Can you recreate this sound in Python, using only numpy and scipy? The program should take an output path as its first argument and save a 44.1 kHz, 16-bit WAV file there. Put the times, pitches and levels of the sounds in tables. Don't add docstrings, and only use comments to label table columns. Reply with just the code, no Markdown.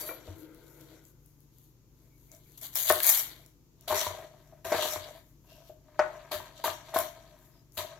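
import sys
import numpy as np
from scipy import signal
from scipy.fft import rfft, irfft, next_fast_len
from scipy.io import wavfile
from scipy.ndimage import uniform_filter1d

SR = 44100
rng = np.random.default_rng(int(sys.argv[2]) if len(sys.argv) > 2 else 0)


def invert_db(level):
    return 10 ** (np.asarray(level, dtype=float) / 20)


def master(y):
    cut = np.clip(np.atleast_2d(y).T, -1, 1)
    pcm = np.round(cut * 32767)
    wavfile.write(sys.argv[1], SR, pcm.astype(np.int16))


N = 352447
T = np.arange(N) / SR

# [f/Hz, level/dB as the tip drags, level/dB as the heel lifts off, t60/s]
BLADE_MODES = [(4597, -14, -13, 0.43), (6140, -10, -20, 0.19), (7601, -13, -11, 0.34),
               (8860, -16, -14, 0.22), (9500, -26, -17, 0.12), (10400, -20, -10, 0.36),
               (10940, -3, 8, 0.13), (11900, -15, -1, 0.24), (12130, -1, -3, .3), (12300, 2.5, -7, .2),
               (12600, 1, 7, .2), (13870, 0, 6.5, 0.17), (14010, -4, -6, 0.48), (15270, -3, -13, .15)]
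# [t/s, level/dB]
STONE_DRAG = [
    (0, -43),
    (.014, -37),
    (.022, -58),
    (.06, -52),
    (.08, -43.5),
    (.1, -75),
    (.14, -79),
]
# [t/s, level/dB]
ONION_SLIDE = [(0.0, -50), (0.14, -54.5), (0.2, -54.5), (0.74, -60), (0.79, -54.5), (0.85, -59),
               (0.92, -56), (1.04, -65.5), (1.08, -70), (1.4, -82.5), (3.0, -76.5), (3.25, -61.5),
               (3.43, -69), (3.55, -95)]
# [f/Hz, width/Hz, level/dB]
LOADED_RESONANCES = [(324.4, 33, 11.5), (448, 130, 1), (610, 45, -38.5), (900, 61, -8), (1490, 330, -10),
                     (1960, 560, -16)]
# [f/Hz, level/dB per Hz]
KITCHEN_SPECTRUM = [(15, -41), (25, -6.5), (135, -4.5), (167, -8), (197, -14), (304, -7), (726, -31.5),
                    (927, -25), (1550, -36), (3910, -37), (6900, -31), (8600, -46), (13600, -31.5),
                    (15200, -36.5), (16500, -55)]
# [f/Hz, level/dB]
FRIDGE_PARTIALS = [(48.4, -67), (118.4, -67.5), (145.3, -66), (193.8, -81.5)]
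# [middle t/s, half width/s, crackle level/dB, wet crunch level/dB, board rubbing level/dB]
RUSTLES = [(.01, 0.023, -27, -44, -56), (.08, 0.049, -48, -47.5, -53), (.17, 0.054, -72, -57.5, -60),
           (.29, 0.051, -66.5, -57.5, -59.5), (.4, 0.037, -61, -62, -80), (.57, 0.075, -72, -66.5, -72.5),
           (.75, 0.1, -63.5, -63.5, -74), (.92, 0.066, -69, -59.5, -68.5), (1.07, 0.029, -63.5, -71.5, -83),
           (1.27, 0.059, -73.5, -80, -89), (1.41, 0.038, -75, -83, -89), (1.62, 0.064, -68.5, -73.5, -97),
           (2.04, 0.063, -73, -75, -82), (2.25, 0.078, -68, -74, -85), (2.52, 0.092, -66.5, -68.5, -83.5),
           (2.648, 0.017, -43.5, -45, -80.5), (2.743, 0.012, -49, -48.5, -68.5),
           (2.885, 0.018, -33, -32.5, -50), (3.09, 0.018, -21, -27, -67.5),
           (3.28, 0.045, -60.5, -47.5, -68), (3.399, 0.066, -67, -62, -74.5)]
# [middle t/s, half width/s, crackle level/dB, wet crunch level/dB, board rubbing level/dB]
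SHUFFLES = [(3.85, 0.035, -81, -65.5, -69), (4.19, 0.048, -62.5, -56, -50.5), (4.45, 0.13, -76, -70.5, -66),
            (5.071, 0.044, -62, -51, -54), (5.166, 0.033, -64, -59.5, -60.5),
            (5.29, 0.035, -71.5, -79, -80), (5.52, 0.051, -66, -85, -66), (5.608, 0.072, -73, -75, -68.5),
            (5.679, 0.031, -66.5, -76, -80), (6.17, 0.15, -74, -59.5, -54), (6.44, 0.051, -67, -52, -51.5),
            (6.59, 0.038, -66.5, -52.5, -57), (6.798, 0.021, -83, -61, -50.5),
            (6.902, 0.042, -65, -52.5, -52.5), (7.149, 0.23, -74, -63.5, -61),
            (7.441, 0.059, -68, -77, -77), (7.56, 0.054, -80, -76, -78), (7.765, 0.019, -56.5, -65, -67),
            (7.92, 0.05, -75, -58, -54)]
# [t/s, hold/s, crackle level/dB, wet crunch level/dB, board rubbing level/dB]
CUTS = [(2.31, 0.054, -61, -64, -71), (2.573, 0.009, -50.5, -56.5, -73), (2.61, 0.056, -49, -49.5, -69.5),
        (2.751, 0.025, -32, -32.5, -54), (2.783, 0.12, -34, -39, -59), (2.885, 0.013, -33, -29, -44),
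        (2.936, 0.094, -39.5, -39, -66), (3.025, 0.035, -29.5, -32.5, -50), (3.067, .13, -28.5, -30, -60),
        (3.876, 0.065, -41, -40.5, -39), (3.941, 0.11, -38, -33.5, -45.5), (4.644, 0.065, -48.5, -45, -41),
        (4.716, 0.11, -45, -37, -35), (4.818, 0.13, -41, -37.5, -43.5), (5.988, 0.0082, -63, -50, -60.5),
        (6.311, 0.043, -42, -44, -40), (6.638, 0.03, -36.5, -37, -34.5), (6.94, 0.064, -39, -38.5, -39.5),
        (7.769, 0.026, -41, -40.5, -40.5)]
RELEASE_RATES = [
    (509.5,),
    (307,),
    (295,),
]
SETTLE_LEVELS = [
    (-35,),
    (-6,),
    (-31.5,),
]
# [f/Hz, level/dB per Hz]
CELL_SPECTRUM = [(180, -60), (300, -15), (671, -8), (1480, -12.5), (2030, -5), (2240, -0.5), (2400, -0.5),
                 (6030, 0.5), (7300, -10.5), (8870, -13), (12600, 4), (15700, 0), (16500, -28)]
# [t/s, peak level/dB, top part above it/dB, left minus right/dB]
SNAPS = [(0.547, -44.5, -7, 12), (0.8105, -37, -12, 13), (1.0522, -38, -18, 13), (1.2612, -50, -1, 13),
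         (1.405, -49, -5, 15), (1.5846, -44, -9, 13), (2.317, -34, -15, 14), (2.349, -32.5, -20, -3),
         (2.52, -39, -13, 8.5), (2.577, -35.5, -11.5, 9.5), (2.614, -31.5, -9.5, 1.5),
         (2.75, -28, -0.5, 14.5), (2.7558, -12.5, -7, 2.5), (2.776, -16, -10, -1.5),
         (2.827, -13.5, -13.5, 12), (2.9232, -13.5, -0.5, 8.5), (2.956, -25.5, -5, 9), (2.98, -23, -5.5, 7),
         (2.996, -28, -4, 8), (3.019, -26.5, -5.5, 6.5), (3.033, -13, -2.5, 7.5), (3.045, -15.5, -3, 7),
         (3.053, -20.5, -3.5, 9.5), (3.0667, -5.5, -4.5, 8.5), (3.0907, -19.5, -12.5, 9),
         (3.0973, -9, -3.5, 7.5), (3.1085, -12, -8.5, 8), (3.462, -31.5, -14.5, 2), (3.81, -39, -9, 12.5),
         (7.7218, -41, -14, 13)]
# [t/s, peak level/dB, top part above it/dB, left minus right/dB, mid part above it/dB]
SPLITS = [(0.28, -52, -4, 2, 1), (2.8981, -5.5, -6.5, 5, -11.5), (3.003, -19, -4, 3, -3.5),
          (3.883, -30, -9, 15, -25.5), (4.0651, -28.5, -6.5, 5, -10), (4.6505, -23, -14, 2, -12),
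          (5.992, -31.5, -20, 4.5, -26), (6.3179, -33, -14, -9.5, 5.5), (6.644, -27, -11, 4, -16),
          (6.967, -27, 1, -2, 1.5), (6.9883, -11.5, -6.5, 15, -18), (7.778, -24.5, -6, -4, -1.5)]
# [t/s, peak level/dB, upper modes above it/dB, low modes above it/dB, higher of main pair above it/dB]
KNOCKS = [(0.091, -44.5, -2, 3, 0), (0.111, -40, -2, -18, -8), (0.277, -41.5, -13, -0.5, -5),
          (2.622, -50, -24.5, -15, 1.5), (2.9016, -11, -6.5, -7, 0), (3.004, -45.5, 4.5, -17.5, -3),
          (3.8755, -29, -19.5, -33, 3.5), (3.907, -25.5, -3, -28, 4), (3.925, -25.5, 1, -4.5, -17),
          (4.015, -27.5, -2, -19, -14), (4.068, -30.5, -3, -18, -1), (4.106, -32.5, -29, -12, -3),
          (4.144, -31, -25, -17, -5), (4.188, -35.5, -12, -14.5, -4), (4.243, -39.5, -20.5, -7.5, 0.5),
          (4.339, -46.5, -10, -13, 0.5), (4.525, -44.5, -21, -16, 3.5), (4.651, -34, -8, -5, -1),
          (4.72, -16, -12.5, -11.5, -0.5), (4.729, -21.5, -7, -8, 0), (4.747, -24.5, 1, -0.5, -9),
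          (4.791, -32, -8, -35, 13), (4.852, -28.5, -5, -5, 6), (4.96, -33.5, 0.5, -5, 3),
          (5.06, -43, -12, -20, -20), (5.088, -38, -15, -22, -13), (5.696, -38, -36, -9.5, -0.5),
          (5.884, -55, 0, -16, 5), (5.9933, -12, -6, -15.5, -11.5), (6.315, -29.5, -3, -19, -11),
          (6.348, -33.5, -3, -21, -9), (6.402, -46, 7.5, -25, 1), (6.642, -29.5, -2, -12.5, 4),
          (6.657, -34, 10, -14, 10), (6.678, -29, 2, -20, 4), (6.94, -29.5, -2, -22, -7),
          (6.962, -17, -9, -15, 4.5), (7.0, -35, 4.5, -20, -16), (7.778, -35.5, -9, -24, -1)]
# [f/Hz, level/dB, t60/s]
BOARD_MODES = [(326, -20.5, 0.16), (365.2, -9, 0.06), (483, -10.5, 0.058), (610.2, -5, 0.16),
               (664.7, -5.5, 0.1), (742.5, -10, 0.094), (853, -16.5, 0.057), (930, -4.5, 0.036),
               (1095, -11, 0.082), (1195, -12, 0.072), (1293, -7.5, 0.04), (1516, -4.5, 0.044),
               (1650, -4.5, 0.0093), (2090, -16.5, 0.056)]
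# [t/s, f/Hz, peak level/dB, t60/s]
PINGS = [(.0905, 1410, -34.5, 0.028), (0.091, 1910, -42, .05), (.0905, 2345, -41.5, .14),
         (.111, 1080, -42.5, 0.074), (.111, 520, -41.5, 0.12), (.2775, 377, -44, 0.022),
         (2.9005, 1790, -21, 0.037), (2.9005, 1082, -22.5, 0.079), (3.004, 1640, -30, .04),
         (3.906, 1052, -26, 0.072), (3.907, 800, -26, .06), (3.925, 930, -28, 0.057),
         (4.067, 970, -20.5, 0.027), (3.945, 402, -32.5, 0.085), (4.312, 633, -47.5, .08),
         (4.225, 704, -44, .05), (4.662, 625, -33, 0.056), (4.96, 1022, -35, 0.039),
         (5.11, 638, -45, 0.067), (5.15, 635, -47, .1), (5.52, 654, -51.5, 0.082), (5.582, 654, -51, 0.066),
         (5.604, 636, -51, 0.09), (5.997, 610, -23.5, 0.11), (5.996, 1491, -28, 0.094),
         (5.995, 1910, -34, 0.087), (5.995, 1094, -28, 0.12), (6.402, 960, -36.5, 0.035),
         (6.643, 950, -24, .05), (6.675, 1000, -32, .05), (3.395, 676, -58, .1), (6.9625, 1056, -20, 0.044),
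         (7.806, 1010, -32.5, 0.031), (7.845, 642, -41, 0.17), (6.361, 1060, -42, 0.044),
         (2.316, 660, -63, 0.17)]
# [t/s, rocking level/dB, flexing level/dB]
THUDS = [(0.28, -34.5, -52), (2.901, -40, -37.5), (3.91, -38, -47), (4.066, -37.5, -46), (4.653, -45, -56),
         (4.745, -41, -66), (4.96, -41.5, -62), (5.994, -48, -43), (6.35, -43.5, -60), (6.673, -45.5, -57),
         (6.962, -43.5, -58.5), (7.776, -42, -51)]
# [t/s, length/s, f/Hz, level/dB]
SQUEAKS = [
    (2.138, 0.063, 2270, -74.5),
    (2.3, 0.025, 2270, -69),
    (2.34, .07, 2190, -73),
    (2.467, 0.025, 2256, -72),
    (3.424, 0.053, 2350, -82),
    (5.535, 0.097, 2770, -67),
    (7.571, 0.1, 5070, -72),
]
# [middle t/s, half width/s, level/dB]
WIPES = [
    (5.52, 0.031, -62),
    (5.595, .045, -67),
    (5.68, 0.029, -65),
]


def unit(x):
    return x / np.sqrt(np.mean(x ** 2))


def curve(rows):
    s, db = np.transpose(rows)
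    return np.interp(T, s, db)


def colour(x, points):
    hz, db = np.transpose(points)
    size = next_fast_len(N)
    f = np.arange(size // 2 + 1) * SR / size + 1
    gain = invert_db(np.interp(np.log(f), np.log(hz), db))
    return irfft(rfft(x, size) * gain, size)[..., :N]


def band(x, lo_hz, hi_hz):
    return signal.sosfilt(signal.butter(2, [lo_hz, min(hi_hz, .45 * SR)], "band", fs=SR, output="sos"), x)


def ring(x, hz, t60):
    r = np.exp(-np.log(1000) / (t60 * SR))
    w = 2 * np.pi * hz / SR
    return signal.lfilter([0, r * np.sin(w)], [1, -2 * r * np.cos(w), r * r], x)


def walk(rate):
    k = int(SR / rate)
    return uniform_filter1d(np.repeat(rng.standard_normal(N // k + 1), k), k)[:N]


def relax(x, length_s):
    return signal.lfilter([1], [1, -np.exp(-1 / (length_s * SR))], x)


def blows(times, sizes, length_s):
    x = np.zeros(N)
    x[(times * SR).astype(int)] = sizes
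    return relax(x, length_s)


def bell(s, width, t):
    return np.exp(-((t - s) / width) ** 2)


def mid_side(mid, side):
    return mid + np.array([[1], [-1]]) * side


def pan(x, db):
    return x * invert_db(np.array([[.5], [-.5]]) * db)


def crackle(rate, spread_db, length_s, alike):
    sizes = invert_db(spread_db * np.minimum(rng.exponential(size=N), 5))
    puffs = relax((rng.random(N) < rate / SR) * sizes, length_s)
    mid, side = rng.standard_normal((2, N))
    return puffs * mid_side(mid, (1 - alike) * side)


def kitchen():
    mid, side = colour(rng.standard_normal((2, N)), KITCHEN_SPECTRUM)
    side = .38 * side + .7 * band(side, 1200, 19000)
    air = unit(mid_side(mid, side)) * invert_db(-68.5 + 5.5 + 0.2 * walk(0.82))
    hum = sum(invert_db(db + 2.0 + 1.9 * walk(4.5)) * np.sin(2 * np.pi * hz * T) for hz, db in FRIDGE_PARTIALS)
    return pan(air + hum, 3.6)


def blade():
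    t, out = T[:SR], np.zeros((2, N))
    friction = rng.standard_normal(SR) + .5 * rng.standard_normal((2, SR))
    drive = friction * invert_db(curve(STONE_DRAG)[:SR]) * (t < .14)
    for hz, tip_db, heel_db, t60 in BLADE_MODES:
        coupling = invert_db(np.where(t < .04, tip_db, heel_db) - 29.5)
        out[:, :SR] += ring(drive * coupling, hz, .56 * t60)
    return pan(out, 7.5)


def slide():
    rub = rng.standard_normal(N) * invert_db(1.3 * walk(22.7))
    body = sum(invert_db(db) * band(rub, hz - width / 2, hz + width / 2) for hz, width, db in LOADED_RESONANCES)
    return pan(unit(body) * invert_db(curve(ONION_SLIDE) - 1.5), 8.2)


def strokes():
    attack_s, sag_db_per_s, settle_db_per_s = .004, 11, 96.5
    dicing_from_s = 3.8
    t = T[::44]
    power = np.full((3, len(t)), 1e-12)
    for s, hold, *db in CUTS:
        late = np.maximum(t - s, 0)
        after = np.maximum(late - hold, 0)
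        shape = invert_db(-np.array(RELEASE_RATES) * after)
        if s > dicing_from_s:
            shape = shape + invert_db(np.array(SETTLE_LEVELS) - settle_db_per_s * after)
        held_db = np.array(db)[:, None] - sag_db_per_s * np.minimum(late, hold)
        power += (invert_db(held_db) * shape * np.minimum(late / attack_s, 1)) ** 2
    for s, width, *db in RUSTLES + SHUFFLES:
        power += invert_db(db)[:, None] ** 2 * bell(s, width, t)
    return [np.interp(T, t, 10 * np.log10(p)) for p in power]


def cell_bursts():
    return colour(crackle(rate=5000., spread_db=2.8, length_s=.0004, alike=.1), CELL_SPECTRUM)


def crunch(grains, crunch_db, wet_db):
    lower_band = band(band(grains, 6200, 7800), 6200, 7800)
    crisp = unit(band(grains, 8400, 14000)) + invert_db(-8.5) * unit(lower_band)
    on_stone = np.clip((.2 - T) / .1, 0, 1)
    crisp = crisp * invert_db(crunch_db - 16 * on_stone)
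    layers = ((700, 2600), (2600, 5000), (5000, 8400))
    wet = sum(band(grains, lo, hi) * invert_db(2.0 * walk(30.)) for lo, hi in layers)
    wet = unit(band(wet, 460, 8500)) * invert_db(wet_db - 3.0)
    return pan(crisp, 7) + pan(wet, 4.5)


def skins():
    dry_skin_mid_db = -28
    events = sorted([row + (dry_skin_mid_db,) for row in SNAPS] + SPLITS)
    s, peak_db, top_db, pan_db, mid_db = np.transpose(events)
    jolts = np.sign(rng.standard_normal((2, N)) + rng.standard_normal(N))
    top = band(jolts * blows(s, invert_db(peak_db + top_db + 7.5), 0.0007), 10000, 15500)
    top += band(jolts * blows(s, invert_db(peak_db - 3.5), 0.00064), 5200, 7800)
    body = band(jolts * blows(s, invert_db(peak_db + mid_db + 5.), .0015), 1500, 5000)
    side = np.clip(np.interp(T, s + .01, pan_db), 0, 12)
    return pan(top + body, side)


def rubbing(rub_db):
    slip = crackle(rate=1000., spread_db=2.2, length_s=.002, alike=1.)[0]
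    rub = np.zeros(N)
    for k, (hz, db, t60) in enumerate(BOARD_MODES):
        rub_t60 = .15 if k in (3, 4) else min(t60, .04)
        rub += (-1) ** k * invert_db(db + (hz > 1150) * -6) * ring(slip, hz, rub_t60)
    rub = unit(unit(rub) * invert_db(3.1 * walk(70.)))
    rub += invert_db(-6.5) * unit(band(slip, 450, 2400))
    return rub * invert_db(rub_db)


def knocks():
    free_s, muting_s, muted_db = .013, 0.007, -11
    detune, chatter_db = .006, -38
    hz, db, t60 = np.transpose(BOARD_MODES)[:, :, None]
    t, out = T[:SR // 4], np.zeros(N + SR)
    mute = invert_db(muted_db * np.clip((t - free_s) / muting_s, 0, 1))
    chances = rng.standard_normal((len(KNOCKS), 3, len(BOARD_MODES), 1))
    for (s, peak_db, upper_db, lower_db, pair_db), chance in zip(KNOCKS, chances):
        share_db = np.where(hz > 900, upper_db + 4.5, np.where(hz < 500, lower_db + 7, 0.))
        share_db[4] = pair_db
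        share_db += (hz > 1280) * min(.9 * (peak_db + 14), 0)
        sense = np.sign(chance[0])
        sense[3:5, 0] = 1, -1
        size = sense * invert_db(peak_db + share_db + db + 1.5 * chance[1])
        phase = 2 * np.pi * hz * (1 + detune * chance[2]) * t
        modes = np.sum(size * invert_db(-60 * t / t60) * np.sin(phase), axis=0)
        push = .12 * np.exp(-t[:800] / .0002)
        push += invert_db(chatter_db) * rng.standard_normal(800) * np.exp(-t[:800] / .006)
        start = int((s - .0012) * SR)
        out[start:start + len(t)] += mute * signal.fftconvolve(modes, push)[:len(t)]
    return out[:N]


def pings():
    t, out = T[:SR // 4], np.zeros(N + SR)
    for s, hz, db, t60 in PINGS:
        start = int(s * SR)
        out[start:start + len(t)] += invert_db(db - 60 * t / t60) * np.sin(2 * np.pi * hz * t)
    return out[:N]


def thuds():
    s, rock_db, flex_db = np.transpose(THUDS)
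    rocking = band(ring(blows(s, invert_db(rock_db - 40.), 0.0037), 93., 0.2), 45, 150)
    flexing = ring(blows(s, invert_db(flex_db - 25), .0005), 235, 0.049)
    return rocking + flexing


def board(rub_db):
    s, peak_db, upper_db = np.transpose(KNOCKS)[:3]
    s = s - .0012
    chatter = rng.standard_normal(N)
    rough = chatter * blows(s, invert_db(peak_db + upper_db / 2 - 2.5), 0.023)
    rough = band(band(rough, 700, 2500), 500, 2100)
    tick_db = 1.6 * np.minimum(peak_db + 12, 0) - 14 - 13
    tick = np.sign(chatter) * blows(s, invert_db(tick_db), 0.0067)
    tick = band(band(tick, 4400, 6200), 2800, 7000)
    plate = knocks() + pings() + rough + rubbing(rub_db)
    return pan(band(plate, 260, 3500) + tick, 4.0) + pan(thuds(), 3.6)


def squeaks():
    noise, out = rng.standard_normal((2, N)), np.zeros((2, N))
    for s, length, hz, db in SQUEAKS:
        part = slice(int((s - 2 * length) * SR), int((s + 2 * length) * SR))
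        whistle = unit(band(noise[:, part], hz - 70, hz + 70))
        out[:, part] += whistle * invert_db(db) * bell(s, length / 2, T[part])
    return pan(out, 4.5)


def wipes(grains):
    hiss = unit(band(band(grains, 2200, 8000), 2000, 10000))
    power = sum(invert_db(db) ** 2 * bell(s, width, T) for s, width, db in WIPES)
    return pan(hiss * np.sqrt(power), 4.5)


def echoes(x):
    room_t60_s, treble_t60_s = 0.37, 0.29
    t = T[:int(.7 * SR)]
    mid, side = rng.standard_normal((2, len(t)))
    noise = mid_side(mid, .6 * side + .6 * band(side, 1200, 19000))
    bass = band(noise, 23, 3600) * invert_db(-60 * t / room_t60_s)
    treble = band(noise, 5000, 23000) * invert_db(-60 * t / treble_t60_s)
    tail = (bass + treble) * np.clip(t / 0.012, 0, 1)
    tail = tail / np.sqrt(np.sum(tail ** 2) / 2)
    return signal.fftconvolve(x[None], tail, axes=1)[:, :N]


def scene():
    crunch_db, wet_db, rub_db = strokes()
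    grains = cell_bursts()
    airy = blade() + slide() + crunch(grains, crunch_db, wet_db) + skins() + squeaks() + wipes(grains)
    airy = airy + invert_db(-5.5) * band(airy, 6600, 7200)
    plate = board(rub_db)
    send = (airy + plate * invert_db(-3.5)).mean(axis=0)
    return airy + plate + pan(echoes(send) * invert_db(-5), 7.5) + kitchen()


def band_limit(x):
    return signal.sosfilt(signal.butter(12, 16860, fs=SR, output="sos"), x)


def record(dry):
    low_pass = signal.ellip(8, .2, 30, 15900, fs=SR, output="sos")
    mix = signal.sosfilt(low_pass, dry)
    return band_limit(mix)


dry = scene()
out = record(dry)
master(out)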